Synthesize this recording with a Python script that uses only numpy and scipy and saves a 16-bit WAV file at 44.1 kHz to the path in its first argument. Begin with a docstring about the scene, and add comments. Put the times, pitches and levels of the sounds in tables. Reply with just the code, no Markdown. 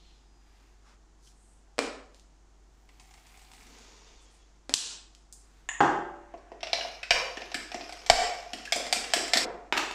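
"""A metal spoon beats a gulping egg mixture in a small glass bowl: struck modes of hollow, wall and steel,
filtered tiny slips for the rubbing, tones of rising pitch for air pockets. Before that, close up, a spice jar's
flip lid pops (noise bursts and modes), seeds trickle in (a tick each), the lid snaps and the jar is put back.
At the end something hard clacks down with a short rattle. Fingers rub, thin squeaks slide, a fridge hums,
the room rings (decaying noise), and gain control ducks after the loudest peaks."""
import sys
import numpy as np
from scipy import signal
from scipy.fft import rfft, irfft, next_fast_len
from scipy.io import wavfile
from scipy.ndimage import uniform_filter1d, minimum_filter1d, map_coordinates

SR = 44100
rng = np.random.default_rng(int(sys.argv[2]) if len(sys.argv) > 2 else 0)


def transcribe(u):
    """Save the signal u as a 16-bit wav file named by the first command-line argument.

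    u: samples, shape (n,) or (channels, n), limited to [-1, 1]; the rate is SR.
    q: integer samples, one column per channel.
    """
    v = np.clip(np.atleast_2d(u).T, -1, 1)
    q = np.round(v * 32767).astype(np.int16)
    wavfile.write(sys.argv[1], SR, q)


N = 438354
CLOCK = np.arange(N) / SR
AGE = np.arange(SR // 4) / SR  # time since a contact, s

# spoon blows: [t/s, hollow level/dB, glass wall level/dB, steel level/dB, tip tick level/dB, wall f/Hz, steel f/Hz]
SPOON_BLOWS = [(6.3398, -42, -60.5, -73, -86, 1760, 6270), (6.3757, -56.5, -75, -69.5, -81, 1870, 5650),
               (6.5177, -44.5, -59, -68.0, -87, 1910, 4940), (6.6068, -66, -55, -57, -76, 3140, 3570),
               (6.6305, -38, -39.5, -40.0, -59.5, 2690, 3610), (6.6698, -44, -44.5, -46.5, -66, 2830, 3460),
               (6.7315, -30.5, -31.0, -27, -48.5, 2286, 4040), (6.8093, -41.5, -37, -46, -67, 2870, 5100),
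               (6.8488, -39.0, -57, -50, -82, 2440, 5430), (7.0306, -50, -37.5, -44.5, -59, 2560, 3810),
               (7.107, -29, -19.5, -23.5, -38.5, 2330, 4680), (7.3713, -45.5, -41, -48, -61, 1820, 3470),
               (7.4182, -43.5, -45.5, -50, -69, 2470, 3690), (7.5172, -46, -48.5, -49.0, -64, 2770, 4020),
               (7.5442, -45, -33, -37, -43.5, 1740, 4740), (7.7178, -47, -44.5, -48, -62, 2255, 5330),
               (7.7442, -36, -44.0, -45.5, -52.5, 1829, 5790), (7.8092, -45.5, -50, -48, -74, 2500, 4880),
               (7.8937, -46.5, -50.5, -52, -60, 1520, 4070), (7.9246, -47.5, -49.5, -47.0, -57, 2330, 4590),
               (8.0632, -49, -46.5, -43.5, -52, 2310, 5470), (8.0992, -11, -17, -17.5, -25, 2280, 4590),
               (8.5335, -42, -40, -41, -49.5, 2925, 5490), (8.6538, -62, -44, -49, -55, 2690, 5350),
               (8.723, -32.5, -29.5, -26.5, -36.5, 2285, 5050),
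               (8.7602, -36.5, -43.5, -48, -39, 2270, 5480), (8.7986, -43.5, -51.5, -47, -55, 2330, 5190),
               (8.8662, -43, -45, -45, -52, 2070, 4880), (8.9268, -30.5, -29.5, -26, -31.5, 2360, 4590),
               (8.9599, -44, -42, -50, -47, 2540, 5160), (9.0408, -50, -44, -48.0, -53.5, 2800, 3400),
               (9.1029, -52, -52, -48, -63, 1807, 3350), (9.1364, -27, -26, -25.5, -30.5, 1710, 4760),
               (9.1632, -49.5, -37, -37.5, -44.5, 1930, 5670), (9.2806, -55, -41.0, -47, -48, 2120, 5520),
               (9.3349, -30, -26, -23, -32, 2095, 4070), (9.3556, -36.5, -38.5, -40.5, -49, 1867, 5360),
               (9.3722, -35.5, -31.5, -25.0, -34, 2030, 4350)]
# spectrum of steel skidding on glass, also of the wet crackle: [f/Hz, level/dB]
CONTACT_SPECTRUM = [(100, -21.5), (250, 21.5), (450, 5), (900, 2.5), (1400, 9), (2000, 17), (3500, 12.5),
                    (5200, 12.5), (6600, 1), (7800, 0), (9000, -1), (10000, -11.5), (12000, -8.5),
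                    (13500, -17), (16000, -52.5)]
# clumps of seeds landing: [t/s, level/dB, treble tilt/dB]
SEED_CLUMPS = [(2.89, -61, -13), (2.998, -57, -6.5), (3.009, -65, -6), (3.110, -61.5, -3),
               (3.139, -58.5, -7), (3.177, -63, -12), (3.267, -62, 2), (3.374, -62, 2), (3.417, -65, 7),
               (3.516, -58.5, -3), (3.535, -58, -4), (3.602, -68, -4), (3.625, -66, 3), (3.668, -61, -4),
               (3.785, -62, 5)]
STIR_START_S, STIR_STOP_S = 7.2, 9.45
SLIDE_PEAK_S, SLIDE_FALL_S = 3.768, 0.53  # jar righted, seeds slide back; fall is a 1/e time


def amp(db):
    """Decibels to gain."""
    return 10 ** (np.asarray(db) / 20)


def unit(x):
    """Scale to rms 1."""
    return x / np.sqrt(np.mean(x ** 2) + 1e-20)


def blow(x):
    """Scale a hit to the energy of 20 ms at rms 1."""
    return x * np.sqrt(.02 * SR / np.sum(x ** 2))


def along(points, hz):
    """Interpolate (Hz, value) points on a log frequency axis."""
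    f, v = np.transpose(points)
    return np.interp(np.log(hz + 1), np.log(f + 1), v)


def add(track, s, x):
    """Mix x into the track at time s."""
    start = round(s * SR)
    track[start:start + len(x)] += x[:N - start]


def colour(x, points, size=4096):
    """Minimum-phase filter (folded cepstrum) with the gain of (Hz, dB) points."""
    cepstrum = irfft(np.log(amp(along(points, np.fft.rfftfreq(size, 1 / SR)))))
    cepstrum[1:size // 2] *= 2
    cepstrum[size // 2 + 1:] = 0
    response = irfft(np.exp(rfft(cepstrum)))
    return signal.fftconvolve(x, response)[:len(x)]


def brighter(points, bright_db):
    """The same spectrum with its treble raised or lowered."""
    return [(hz, db + along([(2000, 0), (7000, bright_db)], hz)) for hz, db in points]


def wobble(rate, count=2000):
    """Smooth random curve with rate knots per second."""
    return map_coordinates(rng.standard_normal(count), [CLOCK * rate], mode="wrap")


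def swell(peak_s, rise_s, fall_s):
    """Gaussian rise and fall around a peak; the times reach 1/e."""
    since = CLOCK - peak_s
    return np.exp(-(since / np.where(since < 0, rise_s, fall_s)) ** 2)


def ring(modes, scatter_db, detune=0., age=AGE):
    """Damped modes; each contact point draws new strengths, signs and slightly new pitches."""
    hz, db, t60 = np.transpose(modes)[:, :, None]
    hz = hz * np.exp(detune * rng.standard_normal(hz.shape))
    sign = rng.choice([-1, 1], hz.shape)
    strength = sign * amp(db + scatter_db * rng.standard_normal(hz.shape))
    return np.sum(strength * amp(-60 * age / t60) * np.sin(2 * np.pi * hz * age), axis=0)


def knock(spectrum, t60, rattle_db):
    """One sharp push plus a dense, dying rattle of noise."""
    rattle = blow(rng.standard_normal(len(AGE)) * amp(-60 * AGE / t60))
    push = blow(1.0 * (AGE == 0))
    return blow(colour(amp(rattle_db) * rattle + push, spectrum))


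def grains(rate, spread_db):
    """Random tiny impacts, rate per second, of unequal size, rms 1."""
    chance, size, sign = rng.random(N), rng.standard_normal(N), rng.choice([-1, 1], N)
    return unit((chance < rate / SR) * sign * amp(spread_db * np.clip(size, -2, 2)))


def even(x, fine_hz, broad_hz):
    """Level out chance spectral peaks and holes, keeping the broad colour."""
    size = next_fast_len(2 * len(x))
    z = rfft(x, size)
    power = np.abs(z) ** 2
    fine, broad = [np.abs(uniform_filter1d(power, size=round(hz * size / SR))) + 1e-20
                   for hz in (fine_hz, broad_hz)]
    return irfft(z * np.sqrt(broad / fine), size)[:len(x)]


def kitchen(x, wet_db, build=0.00038, linger=1):
    """x plus a diffuse room tail: noise that builds up and decays at each frequency's own speed."""
    # room decay: [f/Hz, t60/s]
    room_t60 = [(150, 0.45), (400, 0.71), (1000, 0.72), (2800, 0.58), (5000, 0.53), (8000, 0.51),
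                (13000, 0.27)]
    # room colour: [f/Hz, level/dB]
    room_tone = [(80, -13.5), (190, 2.5), (250, 9), (320, 8.5), (500, -1.5), (1000, 4), (3000, 1.5),
                 (8000, 6.5), (13000, 6)]
    hz, t, z = signal.stft(rng.standard_normal(3 * SR // 4), SR, nperseg=256)
    decay_db = -60 * t / linger / along(room_t60, hz)[:, None]
    shape = amp(along(room_tone, hz)[:, None] + decay_db)
    tail = signal.istft(z * shape, SR, nperseg=256)[1]
    tail *= (1 - np.exp(-np.arange(len(tail)) / SR / build)) ** 2
    tail = even(tail, fine_hz=40, broad_hz=300)
    response = amp(wet_db) * tail / np.linalg.norm(tail)
    response[0] = 1  # direct sound
    return signal.fftconvolve(x, response)


def beating():
    """Blows, grazes, rubbing and air pockets; at the stop the sound turns dull within 15 ms."""
    sound = spoon() + taps() + stirring() + plops()
    dull = colour(sound, [(900, 5.0), (1400, -3.0), (2200, -11.5), (5000, -23.0), (9000, -25.0)])
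    bright = np.clip((STIR_STOP_S - CLOCK) / 0.015 + .5, 0, 1)
    return bright * sound + (1 - bright) * dull


def spoon():
    """Firm blows of the spoon against the bowl."""
    out = np.zeros(N)
    for s, *levels_db, wall_hz, steel_hz in SPOON_BLOWS:
        add(out, s, strike(levels_db=levels_db, s=s, wall_hz=wall_hz, steel_hz=steel_hz))
    return out


def strike(s, levels_db, wall_hz, steel_hz):
    """One contact rings hollow, glass wall and steel; where they meet decides which pitches stand out."""
    # bowl's hollow: [f/Hz, level/dB, t60/s]
    hollow_modes = [(462, -8.5, 0.085), (629, -4, 0.039), (723.5, 7, 0.044), (910, -22, 0.021),
                    (1000, -21, 0.0084)]
    # glass wall with the spoon against it: [f/Hz, level/dB, t60/s]
    wall_modes = [(1906, -7, 0.048), (2210, -9.5, 0.011), (2312, 2.5, 0.01), (2690, -7, 0.076),
                  (3123, 4, 0.013), (3870, 9, 0.0028), (4030, -20, 0.0037), (4490, -5, 0.0059),
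                  (5330, 6, 0.011), (5757, -1.5, .018), (6590, -4, 0.011), (7500, 1.5, 0.0098),
                  (8200, -2.5, 0.0049)]
    # mixture loads the bowl, frees it as it loosens: [t/s, hollow pitch ratio]
    loosening = [(6.3, 0.94), (6.75, 0.93), (7.1, 0.96), (7.6, 0.98)]
    # a small bowl radiates little bass: [f/Hz, level/dB]
    radiation = [(40, -50.5), (120, -17), (250, -12.5), (380, -16), (560, -4), (1000, 2.5), (9000, 2.5),
                 (16000, -2.5)]
    bend = np.interp(s, *np.transpose(loosening)) * np.exp(0.012 * rng.standard_normal())
    bent_modes = [(hz * bend, db, t60) for hz, db, t60 in hollow_modes]
    hollow = blow(ring(bent_modes, scatter_db=1.0) * (1 - np.exp(-AGE / 0.00058)))
    glass = blow(ring(wall_modes, scatter_db=2.5, detune=.02))
    # the two pitches this contact favours
    wall = blow(ring([(wall_hz, 0, 0.032)], scatter_db=0))
    steel = blow(ring([(steel_hz, 0, 0.017)], scatter_db=0))
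    hit = amp(8) * hollow + glass + amp(0.5) * wall + amp(-3) * steel + amp(4) * chatter(t60=0.054)
    return kitchen(voiced(colour(hit, radiation), levels_db), wet_db=-2.0, build=0.001)


def chatter(t60, click_db=-12, rise=0.0021):
    """A light first touch, then a dying noise of steel skidding roughly over glass."""
    skid = blow(rng.standard_normal(len(AGE)) * amp(-60 * AGE / t60) * (1 - np.exp(-AGE / rise)))
    touch = blow(1.0 * (AGE == 0))
    return blow(colour(skid + amp(click_db) * touch, CONTACT_SPECTRUM))


def voiced(x, levels_db):
    """Filter a blow to bring each of its registers near its level."""
    # edges of hollow, glass wall, steel, tip tick: [f/Hz]
    register_edges = [480, 1200, 3200, 6500, 12000]
    power, hz = np.abs(rfft(x)) ** 2, np.fft.rfftfreq(len(x), 1 / SR)
    points = []
    for low, high, db in zip(register_edges, register_edges[1:], levels_db):
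        energy = 2 * power[(hz > low) & (hz < high)].sum() / len(x)
        gain_db = db - 10 * np.log10(energy / (.02 * SR))  # re 20 ms at rms 1
        points += [(low * 1.06, gain_db), (high / 1.06, gain_db)]
    return colour(x, points)


def taps(count=10, tip_db=-14):
    """The spoon grazes the glass very lightly, at one random moment in each equal slot."""
    hollow_db, tap_db, spread_db = -55, -56, 3
    out = np.zeros(N)
    for k in range(count):
        s = STIR_START_S + (STIR_STOP_S - STIR_START_S) * (k + rng.random()) / count
        db = spread_db * rng.uniform(-1, 1)
        pitches = SPOON_BLOWS[rng.integers(len(SPOON_BLOWS))][-2:]
        levels_db = db + np.array([hollow_db, tap_db, tap_db, tap_db + tip_db])
        add(out, s, strike(s, levels_db, *pitches))
    return out


def stirring():
    """Steel rubs glass and seeds in tiny slips, sings in scratches, drags after blows; the wet mix crackles."""
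    # rub: [f/Hz, level/dB]
    rub_spectrum = [(100, -12.5), (280, -3), (500, 10), (720, -6.5), (1050, 4), (1700, 2), (2350, 1.5),
                    (3300, 0), (5400, -8), (6400, -1.5), (8000, -27), (10000, -18), (13000, -24),
                    (16000, -51)]
    # rubbed spoon: [f/Hz, level/dB, t60/s]
    steel_modes = [(2430, -1.5, .03), (2790, -4.5, .025), (5160, 2.5, 0.021), (5500, -2, .02)]
    rub_db, crackle_db = -60, -88.5
    scratch_db, scratch_surge_db = -1.5, 5  # level re rub, unevenness
    drag_db, drag_peak_s = -21.5, 0.06  # level re the blow's steel, time to peak
    moving = (CLOCK > STIR_START_S) & (CLOCK < STIR_STOP_S)
    pressure = amp(rub_db) * moving
    rise = np.arange(SR // 2) / SR / drag_peak_s
    for s, _, _, steel_db, *_ in SPOON_BLOWS:
        add(pressure, s, amp(steel_db + drag_db) * rise * np.exp(1 - rise))
    rub = unit(colour(grains(rate=900, spread_db=5), rub_spectrum))
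    slips = grains(rate=500, spread_db=5) * amp(scratch_surge_db * wobble(30))
    scratch = amp(scratch_db) * unit(signal.fftconvolve(slips, ring(steel_modes, scatter_db=1))[:N])
    crackle = unit(colour(grains(rate=160, spread_db=7), CONTACT_SPECTRUM))
    return kitchen(pressure * (rub + scratch) + amp(crackle_db) * moving * crackle, wet_db=-7.0)[:N]


def plops():
    """Air pockets close in the wet mixture, and the runny egg gulps back behind the spoon."""
    # clear pockets: [t/s, starting f/Hz, level/dB]
    pockets = [(6.752, 600, -42), (6.785, 686, -38.5), (8.675, 1620, -44), (8.762, 586, -37),
               (8.8, 560, -38), (9.36, 1820, -38)]
    # gulps: [t/s, starting f/Hz, level/dB]
    gulps = [(6.339, 248, -51.5), (6.517, 276, -48), (6.631, 244, -57), (7.372, 257, -44.5),
             (7.548, 198, -44.5), (7.745, 211, -42.5), (8.533, 176, -46.5), (8.758, 192, -43),
             (8.963, 166, -47.5), (9.163, 241, -36.5), (9.356, 197, -38.5), (9.454, 177.5, -65)]
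    out = np.zeros(N)
    for s, hz, db in pockets:
        add(out, s, kitchen(amp(db) * bubble(hz, t60=0.022), wet_db=-1.5))
    for s, hz, db in gulps:
        add(out, s, kitchen(amp(db) * bubble(hz, t60=0.063, glide=36), wet_db=-0.5))
    return out


def bubble(hz, t60, glide=4):
    """An air pocket rings briefly and rises in pitch as it closes."""
    # instantaneous pitch: hz * (1 + 2 * glide * age)
    tone = np.sin(2 * np.pi * hz * AGE * (1 + glide * AGE))
    tone = tone * amp(-60 * AGE / t60) * (1 - np.exp(-AGE / 0.0024))
    return blow(colour(tone, [(70, -26.0), (200, 1.5)]))


def counter_knocks():
    """Hard blows rock the bowl: base knocks, counter shudders; later something hard clacks down and rattles."""
    # rocking: [t/s, shudder level/dB, base knock level/dB]
    shudders = [(7.107, -56, -33.5), (8.103, -41, -38.5)]
    # counter shudder: [f/Hz, level/dB, t60/s]
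    shake_modes = [(16.4, 17.5, 0.32), (42, 16.5, 0.31), (82, -8, 0.25), (125, 21.5, 0.033)]
    # glass base on the worktop: [f/Hz, level/dB]
    base_spectrum = [(60, -13.5), (150, -24), (300, -22.5), (400, -28.5), (480, -1.5), (600, 4.5),
                     (735, 3.5), (860, -9), (1000, 1.5), (1300, -15), (3000, -28), (12000, -61)]
    # clacks and rattle: [t/s, level/dB, treble tilt/dB]
    clacks = [(9.7251, -26, 1), (9.7353, -41.5, -19), (9.7682, -33.5, 2), (9.775, -30, 8.5),
              (9.779, -30.5, 9.5), (9.83, -43, -7), (9.911, -41.5, 8)]
    # hard object on the counter: [f/Hz, level/dB]
    clack_spectrum = [(59, -31), (100, -9.5), (200, -10), (350, 3.5), (650, 1.5), (1000, 3.5), (1120, 1),
                      (1270, 4.5), (1450, 2), (2200, 1), (2620, 4.5), (3400, -3), (4200, -6.5), (5100, -12),
                      (7200, -19), (8950, -29.5), (12000, -31.5), (15500, -40)]
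    out = np.zeros(N)
    for s, shudder_db, knock_db in shudders:
        add(out, s, amp(shudder_db) * ring(shake_modes, scatter_db=0))
        base = knock(base_spectrum, t60=.04, rattle_db=12)
        add(out, s, kitchen(amp(knock_db) * base, wet_db=4, build=.025))
    for s, db, bright_db in clacks:
        clack = knock(brighter(clack_spectrum, bright_db), t60=0.021, rattle_db=10.5)
        add(out, s, kitchen(amp(db) * clack, wet_db=1.5))
    return out


def lid():
    """The plastic catch snaps and the jar's hollow pops: coloured knocks, plus modes in the pop."""
    # lid moves: [t/s, hollow pop level/dB, plastic snap level/dB]
    lid_moves = [(1.2744, -93, -65), (1.7823, -36.5, -57), (1.7905, -25.5, -35.5), (2.146, -71, -64),
                 (2.197, -90, -64.5), (4.6947, -40, -46), (4.7398, -51, -14.5), (5.15, -98.5, -59.5)]
    # hollow pop: [f/Hz, level/dB]
    pop_spectrum = [(100, -25.5), (190, -19), (265, 7), (360, -8), (460, 2.5), (630, 1.5), (850, -6.5),
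                    (1500, -9), (2500, -8), (3500, -16.5), (5300, -14), (7500, -37), (12000, -46)]
    # plastic snap: [f/Hz, level/dB]
    snap_spectrum = [(100, -25.5), (900, -26), (2200, -18.5), (3000, -10), (4800, -10), (7500, -13.5),
                     (10000, -23.5), (13000, -40), (16000, -49)]
    # lid's catch: [f/Hz, level/dB, t60/s]
    catch_modes = [(560, -4, 0.04), (2380, 2.5, 0.047), (3230, 0.5, 0.026), (7970, -8.5, 0.031)]
    out = np.zeros(N)
    for s, pop_db, snap_db in lid_moves:
        pop = knock(pop_spectrum, t60=.035, rattle_db=-12)
        pop = pop + amp(-11) * blow(ring(catch_modes, scatter_db=2.5))
        snap = knock(snap_spectrum, t60=.03, rattle_db=-9)
        add(out, s, kitchen(amp(pop_db) * pop, wet_db=-1.0, linger=0.88))
        add(out, s, kitchen(amp(snap_db) * snap, wet_db=-2.0, linger=0.84))
    return out


def seeds():
    """Seeds patter and clump into the drumming bowl as the jar tips; as it rights, the rest slide back inside."""
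    # seeds landing: [f/Hz, level/dB]
    seed_spectrum = [(200, -3), (600, -7), (760, 12), (900, 3.5), (1600, -1.5), (2300, 7.5), (3500, 3),
                     (5500, 6), (8000, 4), (9500, -1.5), (11000, -11), (13000, -32), (16000, -54)]
    # bowl under the falling seeds: [f/Hz, level/dB]
    drum_spectrum = [(300, -24.5), (620, -15.5), (760, -0.5), (900, -10), (2300, -14), (6000, -24)]
    # seeds sliding inside the jar: [f/Hz, level/dB]
    slide_spectrum = [(150, 1), (340, 9), (440, 15), (600, 6), (900, 10.5), (1500, 4), (2500, 7.5),
                      (4000, 6), (6800, 6), (8200, -8.5), (14000, -28.5)]
    pour_peak_s, pour_rise_s, pour_fall_s, pour_db = 3.56, 0.51, 0.32, -64  # jar tipped furthest
    drum_peak_s, drum_db = 3.49, -64  # earlier: the bowl answers most while bare of seeds
    surge_db, surges_per_s = 2, 14
    slide_rise_s, slide_db = 0.12, -59
    ticks = colour(patter(), seed_spectrum)
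    ticks /= np.std(ticks[np.abs(CLOCK - pour_peak_s) < pour_rise_s])
    flow = swell(pour_peak_s, pour_rise_s, pour_fall_s) * amp(surge_db * wobble(surges_per_s))
    out = amp(pour_db) * flow * ticks
    drum = unit(colour(grains(rate=1900, spread_db=8.0), drum_spectrum))
    out += amp(drum_db) * swell(drum_peak_s, pour_rise_s, pour_fall_s) * drum
    for s, db, bright_db in SEED_CLUMPS:
        add(out, s, amp(db) * knock(brighter(seed_spectrum, bright_db), t60=0.04, rattle_db=14))
    slide = unit(colour(grains(rate=2500, spread_db=5), slide_spectrum))
    out += amp(slide_db) * swell(SLIDE_PEAK_S, slide_rise_s, SLIDE_FALL_S) * slide
    return kitchen(out, wet_db=-1)[:N]


def patter(count=900):
    """Every seed lands with a tiny decaying tick of its own pitch and size."""
    median_hz, log_spread, t60_cycles, size_spread_db = 4200, 0.55, 14, 4
    out, age = np.zeros(N), AGE[:SR // 100]
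    times = rng.uniform(SEED_CLUMPS[0][0], SLIDE_PEAK_S + SLIDE_FALL_S, count)
    pitches, sizes = rng.standard_normal((2, count)).clip(-2, 2)
    for s, pitch, size in zip(times, pitches, sizes):
        hz = median_hz * np.exp(log_spread * pitch)
        envelope = amp(size_spread_db * size - 60 * age * hz / t60_cycles)
        add(out, s, envelope * np.sin(2 * np.pi * hz * age))
    return out


def jar_put_back():
    """At arm's length the room is louder: a brush, a clink on a neighbour, then the heavy landing."""
    # brush, clink, landing: [t/s, level/dB]
    contacts = [(5.3263, -50.5), (5.6889, -39), (5.8048, -18)]
    # brush: [f/Hz, level/dB]
    brush_spectrum = [(300, -25), (2500, -20), (5000, -1), (8300, 3), (11000, -12), (16000, -22)]
    # neighbouring jar: [f/Hz, level/dB, t60/s]
    neighbour_modes = [(1720, 8, 0.041), (1856, 2, 0.07), (2200, -6, 0.025), (6820, -3, 0.023),
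                       (7400, -13, 0.023)]
    # clink: [f/Hz, level/dB]
    clink_spectrum = [(120, -65), (200, -41), (300, -21.5), (540, -28), (700, -15), (1000, -19),
                      (1430, -17), (1700, -13.5), (1880, -2.5), (2150, -12.5), (2900, -14.5), (3600, -19),
                      (4470, -38), (5860, -33), (6900, -11.5), (8000, -25), (15000, -74)]
    # thud on the counter: [f/Hz, level/dB]
    thud_spectrum = [(24, -47), (40, -27), (80, -12), (130, -8), (200, -17.5), (250, -9.5), (313, -7),
                     (355, -8), (502, -9.5), (582, -12), (804, -3), (1530, -14), (1650, -11.5),
                     (2170, -26.5), (2920, -24.5), (3830, -36.5), (7490, -43.5), (15000, -84)]
    # worktop and what stands on it ring on: [f/Hz, level/dB, t60/s]
    worktop_modes = [(243, -13, 0.92), (342, -0.5, 0.99), (404, -12, 0.47), (582, -9.5, 1.3),
                     (820, -3, 0.78), (1034, 1, 0.45), (1082, -4, 0.37), (1360, -11, 0.41),
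                     (1380, -6, 0.39), (1599, -3, 0.64), (1630, -10, 0.44), (1960, -24, 0.51)]
    brush = kitchen(knock(brush_spectrum, t60=0.061, rattle_db=0.0), wet_db=-2)
    glass = blow(ring(neighbour_modes, scatter_db=1))
    clink = kitchen(glass + amp(4.5) * knock(clink_spectrum, t60=0.024, rattle_db=21), wet_db=0.5)
    thud = knock(thud_spectrum, t60=.08, rattle_db=14)
    landing = kitchen(thud, wet_db=2.5, build=0.0059, linger=1.0)
    add(landing, 0, amp(-11) * ring(worktop_modes, scatter_db=0.5, age=CLOCK[:SR]))
    out = np.zeros(N)
    for (s, db), sound in zip(contacts, [brush, clink, landing]):
        add(out, s, amp(db) * sound)
    return out


def fingers(edge_db=-10, skirt_db=-48):
    """Fingers rub jar, lid and bowl: each stroke is a soft band of fine slips."""
    # strokes: [peak t/s, 1/e time/s, centre f/Hz, half width/octaves, level/dB]
    strokes = [(.05, 0.19, 3480, 0.83, -66.5), (0.588, 0.19, 1700, 1.8, -69.5), (0.9, 0.06, 1200, 1.4, -64),
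               (0.897, .05, 5200, 0.66, -68), (1.275, 0.052, 5730, 0.73, -63),
               (1.276, 0.011, 3100, 0.12, -63), (1.474, 0.13, 8200, 0.3, -69.5),
               (2.182, 0.046, 4140, 1.1, -68), (3.715, 0.2, 256, 0.65, -65.5), (4.23, .03, 7500, 0.39, -68),
               (4.35, 0.046, 8200, 0.36, -70), (5.576, 0.15, 1500, 1.9, -69),
               (6.42, 0.48, 1540, 0.81, -66.5)]
    out = np.zeros(N)
    for s, length, hz, width, db in strokes:
        band = [(hz / 8 ** width, skirt_db), (hz / 2 ** width, edge_db), (hz, 0),
                (hz * 2 ** width, edge_db), (hz * 8 ** width, skirt_db)]
        slips = unit(colour(grains(rate=3000, spread_db=0.5), band))
        out += amp(db) * swell(s, length, length) * slips
    return out


def squeaks(waver_hz=75, waver_per_s=150):
    """Thin, faint sines swell, glide and fade, never quite steady in pitch."""
    # squeaks: [peak t/s, 1/e time/s, f at peak/Hz, glide/(Hz/s), level/dB]
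    slides = [(.08, 0.1, 4200, -1500, -68.5), (.35, 0.37, 4950, -300, -76), (4.085, .04, 3590, -200, -65),
              (4.21, 0.045, 3550, -3000, -66), (4.29, 0.045, 3330, -600, -70),
              (4.425, .03, 3400, 2501, -69)]
    out = np.zeros(N)
    for s, length, hz, glide, db in slides:
        pitch = hz + glide * (CLOCK - s) + waver_hz * wobble(waver_per_s)
        out += amp(db) * swell(s, length, length) * np.sin(2 * np.pi * np.cumsum(pitch) / SR)
    return out


def background(hum_hz=48.8, hum_db=-59, air_db=-64):
    """A fridge compressor hums as a sine under a soft even hiss of coloured noise."""
    # hiss: [f/Hz, level/dB]
    air_spectrum = [(12, -12.5), (20, -4), (53, -12), (66, -11), (76, -16.5), (289, -19), (324, -15.5),
                    (581, -28.5), (705, -21.5), (985, -25), (2470, -34.5), (3960, -36), (6910, -32),
                    (9390, -45), (15500, -66.5)]
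    hum = amp(hum_db) * unit(np.sin(2 * np.pi * hum_hz * CLOCK))
    return hum + amp(air_db) * unit(colour(rng.standard_normal(N), air_spectrum))


def scene():
    """Everything reaches both channels alike."""
    mono = beating() + counter_knocks() + lid() + seeds() + jar_put_back()
    mono = mono + fingers() + squeaks() + background()
    return np.array([mono, mono])


def record(dry, threshold_db=-8, slope=0.85, release=75, attack=0.004):
    """Gain control ducks just after a loud peak, recovers at release dB/s; then fast limiter and band limit."""
    level_db = 20 * np.log10(np.abs(dry[0]) + 1e-9)
    excess = slope * np.maximum(level_db - threshold_db, 0)
    held = np.maximum.accumulate(excess + release * CLOCK) - release * CLOCK
    pole = np.exp(-1 / (attack * SR))
    ducked = dry * amp(-signal.lfilter([1 - pole], [1, -pole], held))
    needed = 1 / np.maximum(np.abs(ducked[0]) / .98, 1)
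    ducked = ducked * uniform_filter1d(minimum_filter1d(needed, size=45), size=45)
    size = next_fast_len(N + SR // 2)
    passband = np.clip((16000 - np.fft.rfftfreq(size, 1 / SR)) / 700, 0, 1) ** 2  # silent above 16 kHz
    return irfft(rfft(ducked, size) * passband, size)[:, :N]


dry = scene()
out = record(dry)
transcribe(out)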